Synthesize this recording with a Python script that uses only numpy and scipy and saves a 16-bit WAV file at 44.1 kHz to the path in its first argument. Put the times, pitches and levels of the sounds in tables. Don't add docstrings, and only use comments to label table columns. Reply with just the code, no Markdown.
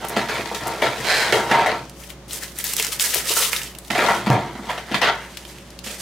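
import sys
import numpy as np
from scipy import signal
from scipy.fft import rfft, irfft, next_fast_len
from scipy.io import wavfile
from scipy.ndimage import uniform_filter1d

SR = 44100
rng = np.random.default_rng(int(sys.argv[2]) if len(sys.argv) > 2 else 0)


def gain_from_db(level_db):
    decades = np.asarray(level_db, float) / 20
    return 10 ** decades


def wav_record(signal):
    frames = np.transpose(np.atleast_2d(signal))
    bounded = np.clip(frames, -1, 1)
    quanta = np.round(bounded * 32767).astype(np.int16)
    wavfile.write(sys.argv[1], SR, quanta)


N = 265041


def unit(x):
    return x / np.sqrt(np.mean(x ** 2) + 1e-20)


def in_time(rows, outside=-90):
    s, level, *rest = np.transpose(rows)
    t = np.arange(N) / SR
    return [np.interp(t, s, level, outside, outside)] + [np.interp(t, s, c) for c in rest]


def at_hz(points, hz):
    p = np.array(points)
    return np.interp(np.log(np.maximum(hz, 1)), np.log(p[:, 0]), p[:, 1])


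def shaped(x, points):
    size = next_fast_len(N)
    hz = np.arange(size // 2 + 1) * SR / size
    return irfft(rfft(x, size) * gain_from_db(at_hz(points, hz)), size)[..., :N]


def drift(rate_hz):
    r = np.exp(-80 * np.pi * rate_hz / SR)
    noise = rng.standard_normal(N // 40 + 2002)
    slow = signal.lfilter([1], [1, -2 * r, r * r], noise)[2000:]
    return np.interp(np.arange(N) / 40, np.arange(len(slow)), unit(slow - slow.mean()))


def resonance(x, hz, width_hz):
    r = np.exp(-np.pi * width_hz / SR)
    poles = [1, -2 * r * np.cos(2 * np.pi * hz / SR), r * r]
    return signal.lfilter([(1 - r * r) / 2, 0, (r * r - 1) / 2], poles, x + 1e-18)


def grains(per_s, spread_db, smooth):
    sizes = gain_from_db(spread_db * np.minimum(rng.exponential(1, N), 5)) * rng.choice([-1, 1], N)
    catches = sizes * (rng.random(N) < per_s / SR)
    return unit(unit(catches) + smooth * rng.standard_normal(N))


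def body(force, modes, wander_db):
    scale = np.sqrt(sum(gain_from_db(2 * db) * np.pi * width / SR for hz, width, db in modes))
    force = np.broadcast_to(force, (len(modes), N))
    out = 0
    for k, (hz, width, db) in enumerate(modes):
        drive = force[k] * gain_from_db(db + wander_db * drift(18))
        out = out + (-1) ** k * resonance(drive, hz, width)
    return out / scale


def near(hz, struck_hz, octaves):
    return gain_from_db(-np.minimum(6 * (np.log2(hz / struck_hz) / octaves) ** 2, 15.0))


def gestures(rows, swell_db):
    t = np.arange(N) / SR
    moves = np.array(rows)
    k = np.searchsorted(moves[:, 0], t, side="right") - 1
    start, swell_s, peak_db, fade, colour_db = moves[np.maximum(k, 0)].T
    since = t - start - swell_s
    rise_db = -since / np.maximum(swell_s, 1e-3) * swell_db
    db = peak_db - np.where(since < 0, rise_db, since * fade)
    return np.where(k < 0, -120, np.maximum(db, -120)), colour_db


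def follow(db_at_mean, share, pressure_db):
    mean_db = -25
    return gain_from_db(db_at_mean + share * (pressure_db - mean_db)) * (pressure_db > -75)


def background():
    # (frequency [Hz], level before waver [dB rms])
    partials = [(59.2, -47.5), (134.6, -54.5), (183.0, -53), (360.7, -57.5), (430.7, -60.5), (549.1, -57.5)]
    # (frequency [Hz], relative level [dB])
    air_colour = [(65, -32), (110, 1.5), (358, -1.5), (499, -11.5), (553, 0), (613, -6), (967, -10),
                  (3490, -20.5), (6500, -24.5), (15500, -42)]
    t = np.arange(N) / SR
    hum = 0
    for hz, db in partials:
        level = np.sqrt(2) * gain_from_db(db + 1.5 * drift(19))
        hum = hum + level * np.sin(2 * np.pi * hz * t + 1.4 * drift(0.67))
    air = gain_from_db(-39 - 6) * unit(shaped(rng.standard_normal((2, N)), air_colour))
    return air + hum * np.array([[1], [0]])


def tray():
    # (start [s], swell [s], peak drive [dB], fade [dB/s], edge brightness [dB])
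    strokes = [(0.0, 0.028, -27, 80, -5), (0.1, 0.017, -25, 70, -3.5), (0.16, 0.0034, -16.5, 157, 1),
               (0.284, 0.0014, -18, 93, 0.5), (0.348, .003, -24.5, 60, 1), (0.42, .003, -33, 250, 1),
               (0.454, 0.0019, -27.5, 149, 2.5), (0.513, 0.0039, -26.5, 208, -6),
               (0.54, 0.022, -31, 150, 0.5), (0.605, 0.0069, -23, 123, -2.5),
               (0.655, 0.0032, -21.5, 26, -5), (0.818, 0.018, -12.5, 167, 0.5), (0.945, 0.026, -26, 32, 0),
               (1.043, .004, -21.5, 6, 2), (1.322, 0.0025, -12.5, 75, -3.5), (1.49, 0.025, -9.5, 117, -5),
               (1.587, 0.029, -19.5, 150, -0.5), (1.658, 0.0036, -22, 20, -1.5),
               (1.74, .003, -21.5, 197, -4), (3.9, 0.0033, -18.5, 127, -3.2), (3.948, .09, -15.5, 100, -2),
               (4.083, 0.013, -21.5, 120, 0), (4.135, 0.013, -22.5, 117, -1), (4.266, 0.061, -19, 84, -5),
               (4.63, .05, -31.5, 53, -4.5), (4.684, 0.0055, -25.5, 107, -2.5),
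               (4.86, 0.083, -31.5, 60, -0.5), (5.014, 0.019, -10, 92, 3), (5.105, 0.0033, -25, 113, 0.2)]
    # (time [s], surface hiss [dB], panel rubbed [Hz], weight on the table [dB])
    grip = [(0.0, -4, 695, 1.5), (0.4, 2.1, 734, 0.5), (0.85, -1.3, 690, -2), (1.15, 7.5, 694, -1),
            (1.7, -5.5, 775, 0.5), (3.9, 0.5, 750, 1), (4.15, 5.5, 900, 1), (4.35, -10.5, 630, 8),
            (4.7, -1.5, 780, -2), (5.3, -7.5, 860, -7)]
    # (time [s], drive [dB], edge brightness [dB], chatter t60 [s], panel struck [Hz])
    bumps = [(0.044, -16, -5.5, 0.049, 654), (0.098, -21.5, -14, 0.12, 410), (0.165, -12, -4.5, .1, 584),
             (0.348, -33, 3, .1, 940), (0.39, -20, -26, .15, 460), (0.514, -16.5, -28, 0.025, 730),
             (0.546, -25, 14.5, 0.074, 450), (0.655, -21, -19, 0.16, 920), (0.821, -10.5, -4, 0.095, 544),
             (1.044, -29, 0, 0.096, 700), (1.324, -1, 1, 0.069, 466), (1.512, -7.5, -2, 0.26, 800),
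             (1.587, -12, -6.5, 0.27, 710), (1.66, -10, -2.7, 0.14, 764), (2.795, -41, 29, 0.21, 1210),
             (3.06, -27, 1, 0.096, 460), (3.156, -15, -12, 0.054, 480), (3.303, -17, -14, 0.091, 447),
             (3.367, -14.5, -10, 0.29, 1250), (3.903, -17.5, 4.5, 0.027, 990), (3.95, -19.5, 2, .2, 670),
             (3.978, -18, -0.5, 0.53, 630), (4.085, -5, -6.5, 0.18, 1000), (4.262, -22.5, 4, 0.095, 895),
             (4.269, -19, -10, 0.037, 840), (4.302, -2.5, -6.5, 0.15, 750), (4.551, -33.5, -6, 0.28, 860),
             (4.59, -28, -10, 0.052, 860), (4.696, -17, -2.5, 0.11, 760), (4.777, -22.5, 0.3, 0.097, 840),
             (4.914, -25, 2, 0.35, 676), (4.943, -10.5, 1, 0.087, 880), (5.015, -19, 5, 0.13, 910),
             (5.864, -30.5, 5, 0.49, 555)]
    # (time [s], drive [dB], chatter t60 [s], table pitch struck [Hz])
    thuds = [(0.167, -21.5, 0.088, 183), (0.389, -37, 0.13, 273), (0.621, -30, .1, 140),
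             (0.821, -35, .1, 200), (1.0, -33, .2, 120), (1.325, -22.5, .12, 126), (1.512, -25, 0.39, 221),
             (3.903, -29.5, 0.046, 226), (3.979, -29, 0.39, 290), (4.269, -17, 0.055, 198),
             (4.301, -10.5, 0.11, 120), (4.552, -34, 0.27, 222), (4.589, -31.5, .1, 220),
             (4.912, -29, 0.29, 250), (4.942, -28.5, .08, 236), (5.015, -36, 0.21, 284),
             (5.866, -40.5, 0.37, 218)]
    # (frequency [Hz], width [Hz], relative level [dB])
    panels = [(393, 90, -0.5), (464, 100, -1), (566.5, 70, -4), (670, 76, -2.5), (804, 92, -9),
              (939, 34, 1.5), (932.2, 65.3, 4), (1120, 69, -5.5), (1150, 38, -2), (1372, 102, -1.5)]
    # (frequency [Hz], width [Hz], relative level [dB])
    edges = [(1574, 147, 8), (1692, 390, 7), (2040, 295, 7.5), (2350, 390, 5), (2660, 684, 2),
             (3280, 510, 0.5), (3760, 285, -1), (4140, 450, -4), (4930, 830, -10), (6430, 510, -13.5)]
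    # (frequency [Hz], width [Hz], relative level [dB])
    table_modes = [(124.5, 49, 1), (135.2, 60, -3.5), (187.4, 63, -7), (223, 64, -2.5), (276, 39, -5.5),
                   (334, 35, -1)]
    # (frequency [Hz], relative level [dB])
    fibre_colour = [(1500, -28), (3000, -2), (5300, -0.5), (9000, -5), (13000, -11), (16000, -15)]

    friction = grains(per_s=2500 * gain_from_db(3.0 * drift(45)), spread_db=4.5, smooth=1.0)
    panel_hz, edge_hz, table_hz = (np.array(modes)[:, :1] for modes in (panels, edges, table_modes))
    press_db, bright_db = gestures(strokes, swell_db=5.5)
    rough_db, rubbed_hz, weight_db = in_time(grip, outside=0)
    panel = gain_from_db(press_db) * friction * near(panel_hz, rubbed_hz, octaves=0.95)
    edge = follow(-25.5, 0.79, press_db) * gain_from_db(bright_db) * friction * np.ones_like(edge_hz)
    table = follow(-35, 0.72, press_db) * gain_from_db(weight_db) * friction * np.ones_like(table_hz)
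    hiss = follow(-40.5, 0.4, press_db) * gain_from_db(rough_db + 0.16 * bright_db)

    t = np.arange(SR // 2) / SR
    for s, db, edge_db, t60, struck_hz in bumps:
        i = round(s * SR)
        n = min(len(t), N - i)
        chatter = gain_from_db(db - 60 * t[:n] / t60) * friction[i:i + n]
        blow = chatter + 2.34 * gain_from_db(db) * np.exp(-t[:n] / 0.00021)
        hiss[i:i + n] += gain_from_db(db + edge_db - 22 - 60 * t[:n] / 0.14)
        panel[:, i:i + n] += blow * near(panel_hz, struck_hz, octaves=0.57)
        rim_hz = 2320 * 2 ** (0.14 * edge_db)
        edge[:, i:i + n] += blow * gain_from_db(edge_db) * near(edge_hz, rim_hz, octaves=1.0)
        table[:, i:i + n] += blow * gain_from_db(-25)
    for s, db, t60, thud_hz in thuds:
        i = round(s * SR)
        n = min(len(t), N - i)
        chatter = 0.67 * gain_from_db(-60 * t[:n] / t60) * friction[i:i + n]
        push = chatter + 14.7 * np.exp(-t[:n] / 0.00016)
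        table[:, i:i + n] += gain_from_db(db) * push * near(table_hz, thud_hz, octaves=0.38)

    out = body(panel, panels, wander_db=1.5) + body(edge, edges, wander_db=1.5)
    out = out + body(table, table_modes, wander_db=1.5)
    out = signal.sosfilt(signal.butter(2, 95, "high", fs=SR, output="sos"), out)
    fibres = grains(per_s=3100, spread_db=4.0, smooth=0.84)
    return out + hiss * unit(shaped(fibres, fibre_colour))


def film():
    # (start [s], swell [s], peak drive [dB], fade [dB/s], stiffness as level of broad folds over crinkle [dB])
    pulls = [(1.93, 0.075, -44.5, 40, -4), (2.08, 0.017, -40.5, 350, -3.5), (2.14, .003, -64, 12, -3),
             (2.28, .06, -30, 170, -4.5), (2.39, 0.036, -35, 130, -2.5), (2.55, 0.052, -30.5, 238, -6),
             (2.64, 0.0057, -28, 2, -7), (2.74, 0.047, -25.5, 95, -3.5), (2.91, 0.013, -25.5, 262, -4),
             (2.99, 0.026, -17.5, 113, -6.5), (3.126, 0.024, -18.5, 211, -3),
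             (3.24, 0.073, -17.5, 130, -2.5), (3.33, 0.046, -15, 97, -4.5), (3.5, 0.023, -26, 92, -3.5),
             (3.666, 0.0027, -39, 182, 0.3), (3.812, .072, -42.5, 897, -8), (5.2, 0.016, -50, 27, 4.5),
             (5.368, .003, -45, 60, 1.5), (5.44, 0.044, -41, 120, -4), (5.54, .003, -50.5, 25, 0),
             (5.835, 0.0085, -35.5, 2, -5), (5.94, 0.0024, -33.5, 300, -9), (5.976, 0.024, -29.5, 50, -7)]
    # (time [s], peak level [dB], pitch [Hz])
    snaps = [(0.05, -18.5, 12000), (0.085, -16, 11000), (0.095, -17.5, 11000), (0.671, -18, 10500),
             (0.679, -16, 10600), (1.853, -33, 6000), (1.896, -27, 5940), (2.037, -26, 2570),
             (2.103, -21.5, 2740), (2.309, -18.5, 3520), (2.332, -12, 8400), (2.434, -17, 5800),
             (2.587, -11.5, 9600), (2.601, -17.5, 2190), (2.6412, -7, 13500), (2.667, -15, 6300),
             (2.735, -8, 8850), (2.766, -6, 8500), (2.798, -5, 2240), (2.811, -21, 1920), (2.825, -7, 6800),
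             (2.847, -9, 7040), (2.867, -11.5, 6600), (2.928, -14, 3960), (2.997, -6.5, 3520),
             (3.008, -7, 5640), (3.025, -4, 9900), (3.145, 2.5, 12600), (3.338, -8, 10200),
             (3.45, -18, 2350), (3.531, -2.5, 2040), (3.563, -12, 3670), (3.617, -16, 2670),
             (3.633, -17, 6130), (3.75, -25.5, 3000), (3.786, -20.5, 8800), (3.848, -30.5, 3440),
             (5.371, -17, 3330), (5.451, -24.5, 2960), (5.494, -36, 3070), (5.584, -30, 2870),
             (5.704, -28, 4800), (5.79, -20, 4200), (5.911, -31, 2360), (5.988, -32, 4730)]
    # (frequency [Hz], relative level [dB])
    crinkle_colour = [(1500, -47), (3000, -5), (5300, 1.5), (9000, 1.5), (13000, -2), (16000, -5.5)]
    # (frequency [Hz], width [Hz], relative level [dB])
    fold_modes = [(460, 54, -1.5), (990, 160, -6), (1264, 66, 0), (1830, 680, -0.5), (3000, 1700, -4.5),
                  (3520, 830, -22)]

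    force = grains(per_s=3000 * gain_from_db(3.5 * drift(90)), spread_db=0.0, smooth=1.0) * gain_from_db(0.97 * drift(28))
    db, stiff_db = gestures(pulls, swell_db=15.5)
    crinkle = gain_from_db(db) * unit(shaped(force, crinkle_colour))
    out = crinkle + body(force * gain_from_db(db + stiff_db), fold_modes, wander_db=3.0)

    t = np.arange(1500) / SR
    for s, peak_db, hz in snaps:
        noise = rng.standard_normal(len(t))
        crack = noise * (gain_from_db(-60 * t / .014) + .3 * gain_from_db(-60 * t / .07))
        ring = noise * gain_from_db(-60 * t / (45 / hz + .01))
        snap = 0.42 * signal.lfilter([1, -1], [1, -.7], crack) + 2.1 * resonance(ring, hz, .5 * hz)
        i = round(s * SR)
        out[i:i + len(t)] += (gain_from_db(peak_db) * snap / np.abs(snap).max())[:N - i]

    card_s, card_cut_hz = 4.5, 11300
    dull = signal.sosfilt(signal.butter(1, card_cut_hz, fs=SR, output="sos"), out)
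    return np.where(np.arange(N) / SR < card_s, out, dull)


def drag():
    # (time [s], level [dB], nominal slip rate [1/s])
    pull = [(1.043, -34, 164), (1.093, -17.5, 193), (1.217, -20.5, 213), (1.317, -30.5, 190)]
    # (frequency [Hz], width [Hz], relative level [dB])
    case_modes = [(620, 230, 0), (1560, 130, 5.5), (1830, 180, 4.5), (2350, 330, 0.5), (3140, 160, -2.5),
                  (4050, 300, 1), (5060, 540, -6), (6750, 1200, -12.5), (9700, 3800, -19.5)]
    db, per_s = in_time(pull)
    turns = np.cumsum(per_s * np.abs(1 + 0.38 * drift(60)) / SR)
    jerks = np.diff(np.floor(turns), prepend=0) * gain_from_db(1.1 * rng.standard_normal(N))
    force = unit(unit(jerks) + .55 * rng.standard_normal(N))
    return body(force * gain_from_db(db), case_modes, wander_db=0.6)


def room(x):
    # (frequency [Hz], t60 [s])
    room_t60 = [(150, 0.4), (1000, 0.34), (4000, 0.25), (12000, 0.18)]
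    t, tails = np.arange(SR // 2) / SR, 0
    for hz in 60 * 2. ** np.arange(8):
        band = signal.butter(2, [hz, 2 * hz], "band", fs=SR, output="sos")
        fall = gain_from_db(-60 * t / at_hz(room_t60, 1.66 * hz)) * (t > .004)
        tails = tails + signal.sosfilt(band, rng.standard_normal((2, len(t)))) * fall
    tails = tails / np.sqrt(np.sum(tails ** 2, axis=1, keepdims=True))
    return signal.fftconvolve(x[None], tails, axes=1)[:, :N]


def scene():
    # (frequency [Hz], gain of the side signal [dB])
    side_colour = [(60, -33), (180, -24), (550, -12), (1650, -6.5), (4970, 0.5), (15000, 2)]
    room_db = -10.5
    close = tray() + film() + drag()
    wet, air = room(close), background()
    wander = drift(100) * close + 0.3 * drift(51) * np.gradient(close)
    mid = close + gain_from_db(room_db) * wet[0] + air[0]
    side = shaped(gain_from_db(-7.5) * wander + gain_from_db(room_db - 2.0) * wet[1] + air[1], side_colour)
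    bass = signal.sosfilt(signal.butter(2, 400, fs=SR, output="sos"), mid)
    side -= .09 * bass
    return np.array([mid + side, mid - side])


def roll_off(x):
    return signal.sosfilt(signal.butter(12, 16970, fs=SR, output="sos"), x)


def record(dry):
    limit_db, squeeze, release_db_per_s = -5, .6, 250
    ramp = release_db_per_s * np.arange(N) / SR
    level_db = 20 * np.log10(np.abs(dry).max(axis=0) + 1e-9)
    held_db = np.maximum.accumulate(level_db + ramp) - ramp
    cut_db = uniform_filter1d(np.maximum(held_db - limit_db, 0), size=15) * squeeze
    rounded = .9 * np.tanh(dry * gain_from_db(-cut_db) / .9)
    mix = signal.sosfilt(signal.cheby2(12, 60, 16700, fs=SR, output="sos"), rounded)
    return roll_off(mix)


dry = scene()
out = record(dry)
wav_record(out)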